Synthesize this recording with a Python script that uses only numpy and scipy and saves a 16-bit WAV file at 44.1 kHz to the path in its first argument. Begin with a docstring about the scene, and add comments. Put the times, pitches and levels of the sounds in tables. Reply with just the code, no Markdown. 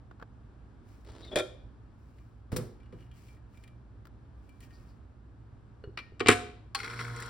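"""In a small kitchen, a steel portafilter is twisted out of an espresso machine and a cup is set on the counter.
Blows ring dense and clear modes of steel, counter and fork as the basket ticks, then clatters into a grinder.
Rubbing is coloured random clicks. A switch snaps, the motor hums in harmonics and the burrs crunch beans.
A phone with two ports, tapped by fingers, hears it over steady air noise and a low hum."""
import sys
import numpy as np
from scipy import signal
from scipy.fft import rfft, irfft
from scipy.io import wavfile
from scipy.ndimage import uniform_filter1d

SR = 44100
rng = np.random.default_rng(int(sys.argv[2]) if len(sys.argv) > 2 else 0)


def wrap_up_sound(samples):
    """Save the sound to the file named by the first command line argument, as 16-bit audio."""
    columns = np.atleast_2d(samples).T
    # keep every value between -1 and 1, then stretch to whole-number steps
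    tamed = np.clip(columns, -1, 1)
    steps = np.round(tamed * 32767).astype(np.int16)
    wavfile.write(sys.argv[1], SR, steps)


N = 321489
TIME = np.arange(N) / SR  # s
BAND_HZ = 50 * 2 ** (np.arange(26) / 3)  # third-octave centres

# Blows. Brightness tilts the spectrum about 1 kHz; t60 is the decay time at 1 kHz.
# Lugs knock out of the group head. Each row: start in seconds, level in dB, brightness in dB per octave, t60 in s.
LUG_KNOCKS = [(1.317, -46, -3.5, 0.11), (1.327, -39, -6.5, 0.19), (1.3573, -26, 1, 0.068),
              (1.362, -27.5, -5.5, 0.074), (1.370, -26.5, -1.5, 0.091), (1.386, -31.5, 1, 0.06),
              (1.3955, -30.5, -0.5, 0.064), (1.404, -34.5, -1.5, 0.043)]
# The cup lands on the counter. Each row: start in seconds, level in dB, brightness in dB per octave, t60 in s.
COUNTER_KNOCKS = [(2.518, -40, 0, 0.22), (2.528, -30, -5.5, 0.23), (2.5625, -32.5, 2, 0.033),
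                  (2.566, -33, 4.5, 0.066), (2.584, -37.5, -1.5, 0.35), (2.928, -42, -4, 0.18)]
# The rim grazes the grinder's spout. Each row: start in seconds, level in dB, brightness in dB per octave, t60 in s.
RIM_TOUCHES = [(5.9738, -36.5, -0.5, 0.063), (5.9875, -41.5, -0.5, 0.076)]
# The handle is bumped. Each row: start in seconds, level in dB, brightness in dB per octave, t60 in s.
HANDLE_BUMPS = [(1.636, -47, -14, .08), (5.8387, -42.5, 1, 0.06), (5.874, -42, -6, 0.11),
                (6.1211, -43.5, -8, 0.06)]
# The switch snaps. Each row: start in seconds, level in dB, brightness in dB per octave, t60 in s.
SWITCH_SNAPS = [(6.748, -29.5, 0.37, 0.046), (6.7535, -31.5, -0.55, 0.026)]
# Dull knocks of the basket against the fork, quiet to loud.
# Each row: start in seconds, level in dB, brightness in dB per octave.
FORK_KNOCKS = [(6.196, -44, 6.5), (6.2035, -31.5, 2.5), (6.207, -24.5, -3.5), (6.2605, -26, -1.5),
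               (6.2705, -25.5, 4), (6.290, -15, -3.5)]
# The sticking rim jerks free. Each row: start in seconds, level in dB, brightness in dB per octave.
JERKS = [(1.089, -52, -2.5), (1.118, -57.5, 2), (1.149, -57, 0.5), (1.163, -52.5, -2.5), (1.249, -58, 4),
         (1.287, -53, -6)]
# Fingers tap the phone. Each row: start in seconds, level in dB, brightness in dB per octave.
PHONE_TAPS = [(.1116, -46.5, 2), (.1984, -50.5, 3.5), (.214, -48.5, 2), (.2245, -40, 3), (4.0532, -52.5, 8),
              (4.07, -55.5, 9.5)]
# The basket ticks in its holder; the one at 4.6046 s is a scuff on the phone.
# Each row: start in seconds, level in dB, brightness in dB per octave, favoured mode in Hz, ring in dB re the tick.
BASKET_TICKS = [(1.048, -64.5, 2, 4270, -10), (2.185, -64.5, -4.5, 2350, -7), (2.802, -68.5, -3, 2350, -1),
                (2.831, -69, -2.5, 2890, -1.5), (2.859, -69, -3.5, 2890, -5), (2.9243, -61, -4, 2890, -4),
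                (2.986, -70, -3, 3215, 0), (3.0056, -65, -1, 2890, 1), (3.025, -70, -3, 2890, 0),
                (3.063, -72, -3, 2890, 0), (3.114, -63.5, -1.5, 3215, 2), (3.2838, -64.5, 1, 2350, 0),
                (3.367, -70, -5, 1850, -1), (3.544, -67, -3, 2350, -4), (3.573, -64, 2.5, 2350, -4),
                (3.6374, -58.5, 1, 2350, -1), (3.6767, -60, .5, 2350, -2.5), (4.4916, -66, 7.5, 2350, 11.5),
                (4.6046, -58.5, 6, 1850, 3), (4.628, -68, -3, 2890, 4), (4.7068, -66.5, -1.5, 1850, 3.5)]
# Beans crack and, brightest, clumps of grounds hit the chute.
# Each row: start in seconds, level in dB, brightness in dB per octave, favoured pitch in Hz.
BEAN_CRACKS = [(6.789, -42.5, 2.5, 2300), (6.801, -39, 2, 2150), (6.832, -38.5, 0.5, 2000),
               (6.844, -36.5, 1, 1430), (6.877, -42.5, 1, 2050), (6.899, -41.5, 1, 1460),
               (6.912, -45, 0, 2050), (6.934, -43.5, -1, 1450), (6.991, -35.5, -6, 2050),
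               (6.999, -37.5, -3, 1400), (7.008, -43, -6, 2050), (7.046, -47, 5, 1440),
               (7.08, -46, -2, 1450), (7.162, -51, 7, 7000), (7.201, -48.5, 10, 7000),
               (7.223, -43.5, 4, 7000), (7.259, -51, 7, 7000)]

# Dense resonances of each struck body. Each row: frequency in Hz, relative level in dB per Hz.
GROUP_BODY = [(100, -32), (200, -23), (340, -8), (480, -5), (640, -3), (860, -20), (1800, -15), (2100, -21),
              (2420, -15), (2850, -28), (3400, -12), (4100, -24), (10000, -31), (16000, -44)]
COUNTER_BODY = [(35, -50), (60, -52), (115, 6), (193, -7.5), (227, -6), (268, -11.5), (480, -6), (732, -22),
                (1220, -18.5), (2900, -31.5), (5330, -30.5), (6580, -35), (16000, -36.5)]
BASKET_BODY = [(800, -15.5), (1800, 3), (2600, 2), (4000, -6), (8000, -12.5), (11000, -14), (16000, -17.5)]
RIM_BODY = [(200, -12), (350, -1.5), (620, -13), (900, -11.5), (1150, 1.5), (1700, -4.5), (2450, 2.5),
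            (3300, -8.5), (4200, -6), (5500, -16), (7000, -28.5), (16000, -34)]
FORK_BODY = [(60, -26.5), (110, -8), (170, -30), (260, -1.5), (340, -0.5), (470, -0.5), (620, -31),
             (720, -7.5), (900, -18), (1100, -3), (1700, -9), (2300, -6.5), (5800, -22.5), (8000, -17),
             (11500, -29), (16000, -34)]
CHATTER_BODY = [(700, -30), (1100, -2), (1700, -0.5), (2500, -2.5), (3300, -9), (4500, -24), (16000, -50)]
HANDLE_BODY = [(80, -2), (250, -12), (420, 7.5), (650, -29), (1500, -14.5), (2200, -32.5), (5000, -48),
               (12000, -65)]
JERK_BODY = [(200, -14.5), (520, 4.5), (700, -8), (870, 0.5), (1100, -7), (1800, -6), (2800, -15.5),
             (5000, -15), (16000, -40)]
SWITCH_BODY = [(240, -43.5), (400, -30), (528, -35), (1110, -6), (2290, -9.5), (3310, -7), (3640, -20),
               (4240, -8), (6640, -18.5), (11600, -23.5), (12900, -59), (14600, -29), (16000, -27)]
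BURR_BODY = [(500, -34), (1100, -18), (1400, 7.5), (1700, -14), (2050, 4), (2800, -12), (4400, -9.5),
             (7000, -21), (16000, -35)]
PHONE_BODY = [(60, 10), (400, 14.5), (1000, 8), (1600, 8), (2000, -9.5), (5000, -24), (10000, -43.5),
              (16000, -39)]

# Clear modes of each struck body. Each row: frequency in Hz, level in dB re the blow, t60 in s.
GROUP_MODES = [(335, -13, .17), (376, -6, .13), (454, -16, .12), (514, -8, .12), (621, -5.5, .12),
               (1373, -20, .18), (1838, -17, .12), (2380, -12, .12), (2425, -10.5, .13), (3170, -23, .14),
               (3215, -23, .28), (3400, -13, .08), (3500, -14, .09), (3610, -20, .1), (3740, -25, .18)]
COUNTER_MODES = [(119.7, -23, 0.067), (229.4, -7, 0.3), (361, -13.5, 0.5), (424, -17, 0.45),
                 (498, -3.5, 0.15)]
BASKET_MODES = [(1850, -1.5, .38), (1960, -6, .1), (2350, 1, .25), (2480, -5, .08), (2890, 0, .13),
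                (3030, -6, .08), (3215, -2.5, .13), (4270, -4, .1), (5680, -10, .08)]
FORK_MODES = [(100, -22, .3), (246, -11.5, .17), (293, -16, .15), (345, -17, .14), (414, -15, .2),
              (455, -12, .08), (718, -16, .36), (1093, -10, .13), (1258, -11, .12), (1507, -25, .45),
              (1646, -15, .13), (1860, -19, .16), (2245, -17, .13), (2308, -17, .13), (2345, -17, .2),
              (2665, -25, .13), (2912, -26, .14), (3084, -22, .12), (3211, -24, .14), (3887, -29, .16),
              (7420, -35, .18), (8263, -37, .18)]
HANDLE_MODES = [(430, -3, .07), (2890, -15, .075), (4300, -15, .055)]
SWITCH_MODES = [(800, -15, 0.13), (1100, -0.5, 0.041), (1535, -11.5, .06), (4270, -6.5, 0.091),
                (4650, -17, 0.066)]

# Spectra of rubbed surfaces. Each row: frequency in Hz, relative level in dB per Hz.
GASKET = [(120, -44), (200, -7), (322, 1), (933, -17), (1270, -15.5), (2610, -25), (3690, -20.5),
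          (5200, -23.5), (6500, -30.5), (10100, -37.5), (12400, -56.5), (16000, -37)]
SKIN = [(1000, -14.5), (2300, 6.5), (3500, -3.5), (5200, 1), (9000, -6.5), (16000, -5)]
PALM = [(3000, -25.5), (4600, 3), (5500, -5), (7000, -19), (16000, -28.5)]
# A lug squeaks. Each row: start in seconds, length in s, level in dB, pitch at mid-slip in Hz, roughness 0-1.
SQUEAKS = [(1.218, .056, -53.5, 3850, .09), (1.243, .028, -60, 2130, .05), (1.264, .044, -52.5, 3620, .055),
           (1.313, .036, -44, 3360, .035)]
# Fingers rub the handle, and it slides in the palm. Each row: start in seconds, length in s, level in dB.
RUBS = [(.82, 0.27, -74), (1.9, 0.57, -81), (2.92, 0.2, -77), (3.11, 0.29, -68), (3.48, 0.25, -76),
        (4.3, 0.52, -82.5), (4.6, 0.08, -67), (4.64, 0.38, -76)]
SLIDES = [(4.71, .11, -72), (4.87, 0.075, -75.5)]

# Motor lines of the mains and of the rotor's turn. Each row: multiple, mean level in dB.
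MAINS_ORDERS = [(2, -57), (4, -57.5), (6, -59), (18, -58.5)]
ROTOR_ORDERS = [(2, -43.5), (5, -65), (8, -55), (10, -67), (12, -66), (14, -66), (16, -61), (19, -72),
                (21, -59), (22, -58), (23, -63), (24, -54), (25, -59), (34, -72), (35, -62)]
# Spectra of the grinder's housing, chute and grit. Each row: frequency in Hz, relative level in dB per Hz.
HOUSING = [(88, -50), (150, -8), (240, -4), (321, -8), (475, -1), (555, -19), (759, -15), (1420, -0.5),
           (1760, -12), (2020, -9.5), (2760, -20.5), (5460, -19), (6510, -31), (7320, -29), (16000, -46)]
CHUTE = [(3000, -5.5), (7200, -6), (10800, -8.5), (12500, -18), (15000, -13), (16500, -21)]
GRIT = [(700, -20), (1400, 0), (6000, -3), (12000, -14)]
# Humps on the housing's spectrum. Each row: frequency in Hz, width in Hz, lift in dB.
HOUSING_RINGS = [(1056, 24, 15.5), (1390, 170, 5), (1990, 130, 5.5), (3320, 200, 12.5), (4150, 480, 11),
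                 (5520, 180, 15.5)]
# Pitches of coarse to fine grit, in Hz.
GRIT_HZ = 1700, 2200, 4600

# Spectrum of the kitchen air. Each row: frequency in Hz, relative level in dB per Hz.
KITCHEN = [(20, -38.5), (30, -17.5), (48, -2.5), (66, -1.5), (84, -5.5), (117, -2.5), (153, -14.5),
           (260, -13), (520, -27), (1200, -30), (1700, -34.5), (1950, -41.5), (5600, -53), (11000, -64),
           (16000, -82.5)]
# Appliance hum. Each row: frequency in Hz, mean level in dB.
HUM = [(59.5, -55), (105, -60.5), (120, -59.5)]
# Reverberation time. Each row: frequency in Hz, t60 in s.
ROOM_T60 = [(100, 0.31), (400, 0.5), (1500, 0.44), (4000, 0.55), (8000, 0.33), (15000, 0.33)]
# Colour of the room's tail. Each row: frequency in Hz, relative level in dB.
ROOM_COLOUR = [(100, -1.5), (500, -3.5), (3000, -6.5), (8000, -2.5), (11000, -3), (15000, -8.5)]
# Left port against right. Each row: frequency in Hz, level difference in dB.
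PORT_BALANCE = [(60, -1.8), (400, -1), (700, -1.5), (1300, 1.5), (2400, 3.5), (4400, 6), (8000, 0),
                (15000, 0)]
# Lag of the right port; minus means the right port is ahead. Each row: frequency in Hz, phase in radians.
PORT_PHASE = [(60, 0), (1100, -.1), (1650, -.6), (2600, .2), (5200, 0), (6600, -3.1), (7600, -6),
              (10500, -6.5), (12500, -9.4), (13500, -9.6), (15000, -11.5)]
# Gain of the side signal. Each row: frequency in Hz, gain in dB.
PORT_SPREAD = [(60, -9), (250, -9), (700, -2), (2500, -3), (6000, -5), (12000, -7)]

FORK_T60_S, KNOCK_TOP_HZ = 0.057, 5260  # the dull knocks fall off steeply above this
DROP_S, DROP_DB, DROP_BRIGHT_DB, DROP_TOP_HZ = 6.2847, -12, 1, 14000  # brightness per octave
FIRST_HOP_S, RESTITUTION, REBOUND_DB = .0167, .7, -8.5
CHATTER_S, CHATTER_LENGTH_S, CHATTER_T60_S = 6.297, .038, 0.028
CHATTER_DB, CHATTER_FADE_DB = -23.5, -6.5
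BASKET_T60_S, BASKET_FOCUS_DB_PER_OCT, BASKET_FOCUS_DB = 0.042, 35, 12
CRACK_T60_S, CRACK_FOCUS_DB_PER_OCT, CRACK_FOCUS_DB = 0.055, 13, 7.5
TAP_T60_S, JERK_T60_S = .028, 0.041
TWIST_S, TWIST_LENGTH_S, TWIST_DB, EASE_DB_PER_S = 1.046, 0.4, -53, -11
SQUEAK_SAG_HZ_PER_S = 2500
STROKE_RISE, STROKE_FALL = 0.28, .45  # shares of a stroke's length
START_S, MAINS_HZ, ROTOR_HZ = 6.755, 59.95, 59.35  # rotor: mean turns per second at full speed
CRUNCH_DB, SPRAY_DB = -51, -11  # spray: re the crunch
FRAGMENTS_DB, FRAGMENTS_S = -10, 0.041  # level re their crack, time constant
CAUGHT_DB, CAUGHT_S = -33, 0.035  # bits that lie between the burrs at the start
CRACKLE_LOW_HZ, CRACKLE_HIGH_HZ, CRACKLE_T60_S = 1250, 2300, .02
CRACKLE_DB, CRACKLE_SCATTER_DB = -37, 10  # strongest snap, and how far below it the weakest may lie
GRIT_DB, GRIT_WAVER_DB = -9, 4.5  # coarsest size, re the crunch
GRIT_WIDTH_HZ, GRIT_LIFT_DB = 600, 26
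KITCHEN_DB = -53.5
TOP_HZ = 16100


def undb(db):
    """Decibels to amplitude gain."""
    return 10 ** (np.asarray(db) / 20)


def unit(x):
    """Scale to rms 1."""
    return x / np.sqrt(np.mean(x ** 2))


def read(points, hz):
    """Join points by straight lines over log frequency."""
    f, value = np.transpose(points)
    return np.interp(np.log(np.maximum(hz, 1)), np.log(f), value)


def colour(x, points, rings=()):
    """Linear filtering: impose a spectrum and resonant humps on a sound; rms 1."""
    hz = np.fft.rfftfreq(N, 1 / SR)
    db = read(points, hz)
    for f, width, lift in rings:
        db = db + lift / (1 + (2 * (hz - f) / width) ** 2)
    return unit(irfft(rfft(x) * undb(db), N))


def walk(rate):
    """Smooth random variation: chance values, rate per second, with a spread near 1."""
    k = int(SR / rate)
    steps = np.repeat(rng.standard_normal(N // k + 1), k)
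    return uniform_filter1d(steps, k)[:N]


def grains(rate, spread_db):
    """Shot noise: random clicks, rate per second, most small and a few large."""
    happens = rng.random(N) < rate / SR
    size_db = spread_db * np.minimum(rng.exponential(size=N), 4)
    return happens * rng.standard_normal(N) * undb(size_db)


def wide_grains(rate, spread_db, points):
    """Two independent streams of coloured clicks, for mid and side."""
    return np.array([colour(grains(rate, spread_db), points) for _ in range(2)])


def spread(x, side):
    """Mid-side principle: the sum and difference of two signals give left and right."""
    return np.array([x[0] + side * x[1], x[0] - side * x[1]])


def dying_noise(gain, t60, size):
    """Modal crowding: noise of unit energy with a given spectrum, each third-octave dying at its own pace."""
    hz = np.fft.rfftfreq(size, 1 / SR) + 1
    overlap = np.maximum(1 - 3 * np.abs(np.log2(hz / BAND_HZ[:, None])), 0)
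    shape = gain * np.sqrt(overlap)
    x = irfft(shape * rfft(rng.standard_normal((len(BAND_HZ), size))), size)
    x = x * np.exp(-np.log(1000) * np.arange(size) / SR / t60[:, None])
    # restore each band's share of the energy after its decay
    band_gain = np.linalg.norm(shape, axis=1) / np.linalg.norm(x, axis=1)
    return band_gain @ x / np.linalg.norm(shape)


def strike(blows, body, modes, ring_db, damping, side, scatter_db=2, size=16384):
    """Modal excitation: a blow sets off dense modes, shorter in the treble, and the body's clear modes."""
    out, t = np.zeros((2, N + size)), np.arange(size) / SR
    hz = np.fft.rfftfreq(size, 1 / SR) + 1
    spectrum = undb(read(body, hz))
    onset = 1 - np.exp(-t / 0.00045)
    for s, db, bright, t60, *soft_contact in blows:
        push = undb(bright * np.log2(np.maximum(hz, 60) / 1000))
        for corner_hz in soft_contact:
            push = push / np.sqrt(1 + (hz / corner_hz) ** 8)
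        # tilt and softness leave the energy of the blow unchanged
        push = push * np.linalg.norm(spectrum) / np.linalg.norm(spectrum * push)
        decay = t60 * (BAND_HZ / 1000) ** -damping
        energy = np.sqrt(SR * t60 / np.log(1000))
        hit = energy * np.array([dying_noise(spectrum * push, decay, size) for _ in range(2)])
        for mode_hz, mode_db, ring in modes:
            # mode levels, pitches and phases differ at random from blow to blow
            level_db = mode_db + ring_db + scatter_db * rng.standard_normal()
            gain = undb(level_db) * np.interp(mode_hz, hz, push)
            shifted_hz = mode_hz * (1 + .002 * rng.standard_normal())
            phase = 2 * np.pi * (shifted_hz * t + rng.random((2, 1)))
            hit += gain * np.sin(phase) * np.exp(-np.log(1000) * t / ring)
        start = int(s * SR)
        out[:, start:start + size] += undb(db) * spread(hit, side) * onset
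    return out[:, :N]


def alike(blows, *shared):
    """Give all blows the same decay and, if named, the same top frequency."""
    return [(*blow, *shared) for blow in blows]


def favour(rows, hz, db_per_oct, depth_db):
    """Selective excitation: resonances away from one pitch are weakened, down to a floor."""
    return [(f, db - min(db_per_oct * abs(np.log2(f / hz)), depth_db), *rest) for f, db, *rest in rows]


def strokes(rows, rise, fall):
    """Contact force of sliding: each stroke presses in, holds and lets go; rise and fall are shares of its length."""
    total = 0
    for s, length, db in rows:
        ramp = np.minimum((TIME - s) / rise, (s + length - TIME) / fall) / length
        total = total + undb(db) * np.clip(ramp, 0, 1)
    return total


def fading(start, db, lasts):
    """Exponential decay: a level jumps up and dies away."""
    return undb(db) * (TIME >= start) * np.exp(-np.maximum(TIME - start, 0) / lasts)


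def lugs():
    """Impact of steel on steel: the lugs ring the group head."""
    return strike(LUG_KNOCKS, GROUP_BODY, GROUP_MODES, ring_db=1, damping=.12, side=.45, size=12288)


def cup():
    """Impact on a plate: the cup sounds the low modes of the counter."""
    return strike(COUNTER_KNOCKS, COUNTER_BODY, COUNTER_MODES, ring_db=1, damping=0.064, side=0.62)


def clinks():
    """Point excitation: each tick favours modes near one pitch, as a touch on a different spot does."""
    total = 0
    for s, db, bright, hz, ring in BASKET_TICKS:
        modes = favour(BASKET_MODES, hz, BASKET_FOCUS_DB_PER_OCT, BASKET_FOCUS_DB)
        total = total + strike([(s, db, bright, BASKET_T60_S)], BASKET_BODY, modes,
                               ring_db=ring, damping=.15, side=0.43, size=8192)
    return total


def bumps():
    """Impact on a damped body: the handle gives short knocks."""
    return strike(HANDLE_BUMPS, HANDLE_BODY, HANDLE_MODES, ring_db=0, damping=.2, side=.25, size=8192)


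def drop(count=5):
    """Restitution: the basket lands hard and bounces, each hop shorter and weaker by the same share."""
    blows, s = [(DROP_S, DROP_DB, DROP_BRIGHT_DB)], DROP_S
    for k in range(count):
        s += FIRST_HOP_S * RESTITUTION ** k
        loss_db = 20 * np.log10(RESTITUTION ** (k + 1))
        blows.append((s, DROP_DB + REBOUND_DB + loss_db, DROP_BRIGHT_DB))
    return blows


def chatter(count=8):
    """Repeated weak impact: the loose basket chatters in its holder at uneven intervals, fading."""
    return [(CHATTER_S + (k + late) / count * CHATTER_LENGTH_S, CHATTER_DB + CHATTER_FADE_DB * k / count,
             0, CHATTER_T60_S) for k, late in enumerate(rng.random(count))]


def docking():
    """Contact stiffness: the rim grazes, dull knocks lose the treble that the drop into the fork keeps."""
    rim = strike(RIM_TOUCHES, RIM_BODY, BASKET_MODES, ring_db=-15.5, damping=.15, side=0.56, size=8192)
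    blows = alike(FORK_KNOCKS, FORK_T60_S, KNOCK_TOP_HZ) + alike(drop(), FORK_T60_S, DROP_TOP_HZ)
    fork = strike(blows, FORK_BODY, FORK_MODES, ring_db=-1, damping=.3, side=.5)
    loose = strike(chatter(), CHATTER_BODY, [], ring_db=0, damping=.1, side=.5, size=2048)
    return rim + fork + loose


def twist():
    """Dry friction: the rim drags over its gasket, easing as it loosens, and sticks and jerks free."""
    drag = strokes([(TWIST_S, TWIST_LENGTH_S, TWIST_DB)], rise=.09, fall=0.046)
    drag = drag * undb(EASE_DB_PER_S * (TIME - TWIST_S))
    scrape = wide_grains(2500, 2.5, GASKET) * drag * undb(2.5 * walk(60))
    jerks = strike(alike(JERKS, JERK_T60_S), JERK_BODY, [], ring_db=0, damping=.2, side=.4, size=4096)
    return spread(scrape, .4) + jerks


def squeak(s, length, db, hz, rough):
    """Stick-slip oscillation: one slip of a lug is a hoarse tone that sags as it slows."""
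    since_middle = np.clip(TIME - s - length / 2, -length, length)
    pitch = (hz - SQUEAK_SAG_HZ_PER_S * since_middle) * (1 + rough * walk(2000))
    return np.sin(2 * np.pi * np.cumsum(pitch) / SR) * strokes([(s, length, db)], STROKE_RISE, STROKE_FALL)


def squeaks():
    """Amplitude modulation: all slips share one fast random flutter."""
    return sum(squeak(*row) for row in SQUEAKS) * undb(1.28 * walk(400))


def fingers():
    """Asperity contact: skin sliding over the handle gives many tiny clicks."""
    rub = wide_grains(7000, 1.8, SKIN) * strokes(RUBS, STROKE_RISE, STROKE_FALL) * undb(1.5 * walk(40))
    slide = colour(grains(5000, 2), PALM) * strokes(SLIDES, STROKE_RISE, STROKE_FALL)
    return spread(rub, 1.0) + slide


def motor(speed, turn):
    """Harmonic series: stator lines sit on mains multiples, rotor lines climb with the speed of rotation."""
    stator = rotor = 0
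    for k, db in MAINS_ORDERS:
        line = np.sin(2 * np.pi * (k * MAINS_HZ * TIME + rng.random()))
        stator = stator + undb(db + 0.43 * walk(12)) * line
    for k, db in ROTOR_ORDERS:
        line = np.sin(k * turn + 2 * np.pi * rng.random())
        rotor = rotor + undb(db + 3 * walk(45)) * line
    return stator + speed * rotor


def grit():
    """Band resonance: coarse and fine pieces come and go, each size rasping at its own pitch."""
    total = 0
    for hz in GRIT_HZ:
        rasp = colour(grains(600, 3), GRIT, [(hz, GRIT_WIDTH_HZ, GRIT_LIFT_DB)])
        total = total + rasp * undb(GRIT_DB + GRIT_WAVER_DB * walk(25)) * GRIT_HZ[0] / hz
    return total


def burrs(turn):
    """Fracture noise: bits break in a dense stream; each crack adds fragments until they are ground away."""
    # the gap between the burrs is uneven, so the crunch throbs with each turn
    throb = (1 + .22 * np.sin(turn) + .38 * np.sin(3 * turn)) * undb(1.5 * walk(45))
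    fragments = sum(fading(s, db + FRAGMENTS_DB, FRAGMENTS_S) ** 2 for s, db, *_ in BEAN_CRACKS)
    caught = fading(START_S, CAUGHT_DB, CAUGHT_S) ** 2
    load = np.sqrt(undb(CRUNCH_DB) ** 2 + caught + fragments)
    crunch = np.array([colour(grains(2200, 2.6) * throb, HOUSING, HOUSING_RINGS) for _ in range(2)])
    spray = wide_grains(3000, 1.7, CHUTE) * undb(SPRAY_DB)  # grounds in the chute
    return (spread(crunch + spray, 0.85) + grit()) * load


def crackle(count=26, size=1024):
    """Damped oscillation: bean pieces snap at chance moments, each a brief ring at its own pitch."""
    out, t = np.zeros((2, N + size)), np.arange(size) / SR
    slot_s = (N / SR - START_S) / count
    for k, (late, pitch, softness, pan) in enumerate(rng.random((count, 4))):
        start = int((START_S + (k + late) * slot_s) * SR)
        hz = CRACKLE_LOW_HZ * (CRACKLE_HIGH_HZ / CRACKLE_LOW_HZ) ** pitch
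        ring = np.sin(2 * np.pi * hz * t) * np.exp(-np.log(1000) * t / CRACKLE_T60_S)
        level = undb(CRACKLE_DB - CRACKLE_SCATTER_DB * softness)
        out[:, start:start + size] += level * spread([ring, ring], pan - .5)
    return out[:, :N]


def cracks():
    """Brittle fracture and impact: beans crack and, brightest, clumps hit the chute, each with its own colour."""
    total = 0
    for s, db, bright, hz in BEAN_CRACKS:
        body = favour(BURR_BODY, hz, CRACK_FOCUS_DB_PER_OCT, CRACK_FOCUS_DB)
        total = total + strike([(s, db, bright, CRACK_T60_S)], body, [],
                               ring_db=0, damping=0.075, side=0.32, size=4096)
    return total


def switch():
    """Snap action: two quick impacts ring the switch."""
    return strike(SWITCH_SNAPS, SWITCH_BODY, SWITCH_MODES, ring_db=3.0, damping=0.054, side=0.63)


def grinder():
    """Exponential run-up: at the start time power and rotor speed rise, and motor and burrs sound with them."""
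    since = np.maximum(TIME - START_S, 0)
    power = 1 - np.exp(-since / 0.058)
    speed = 1 - np.exp(-since / .035)
    # the rotor's speed wanders slightly
    turn = 2 * np.pi * np.cumsum(ROTOR_HZ * speed * (1 + .004 * walk(40))) / SR
    return power * (motor(speed, turn) + burrs(turn) + crackle()) + cracks() + switch()


def taps():
    """Structure-borne sound: fingers knock on the phone itself, without the room."""
    return strike(alike(PHONE_TAPS, TAP_T60_S), PHONE_BODY, [], ring_db=0, damping=0.048, side=0.77, size=4096)


def background():
    """Stationary noise: gently drifting air noise and the wavering low hum of kitchen appliances."""
    drift_db = .8 * walk(3)
    air = np.array([colour(rng.standard_normal(N), KITCHEN) for _ in range(2)]) * undb(KITCHEN_DB + drift_db)
    hum = 0
    for hz, db in HUM:
        hum = hum + undb(db + 1.2 * walk(20)) * np.sin(2 * np.pi * hz * TIME + .5 * walk(8.0))
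    return spread(air, 0.89) + hum


def room(x, wet_db, size=32768):
    """Reverberation: tiles and cupboards return a diffuse tail, different at each port."""
    build_up = 1 - np.exp(-np.arange(size) / SR / 0.0064)
    gain = undb(read(ROOM_COLOUR, np.fft.rfftfreq(size, 1 / SR)))
    tails = [dying_noise(gain, read(ROOM_T60, BAND_HZ), size) * build_up for _ in range(2)]
    mono = x.mean(axis=0)
    return x + undb(wet_db) * np.array([signal.fftconvolve(mono, tail)[:N] for tail in tails])


def scene():
    """Superposition: handling and grinder sound into the room; phone taps and background are added dry."""
    handling = lugs() + cup() + clinks() + bumps() + docking()
    friction = twist() + squeaks() + fingers()
    return room(handling + friction + grinder(), wet_db=-11.0) + taps() + background()


def record(dry):
    """Two-port reception: close ports differ in level and phase; high peaks are rounded and the top is cut."""
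    hz = np.fft.rfftfreq(N, 1 / SR)
    left, right = rfft(dry)
    pair = spread([(left + right) / 2, (left - right) / 2], undb(read(PORT_SPREAD, hz)))
    balance, phase = read(PORT_BALANCE, hz), read(PORT_PHASE, hz)
    ports = np.array([undb(balance / 2), undb(-balance / 2) * np.exp(-1j * phase)])
    heard = irfft(pair * ports, N)
    rounded = heard / (1 + (heard / .88) ** 6) ** (1 / 6)
    return signal.sosfilt(signal.ellip(8, .2, 70, TOP_HZ, fs=SR, output="sos"), rounded)


dry = scene()
out = record(dry)
wrap_up_sound(out)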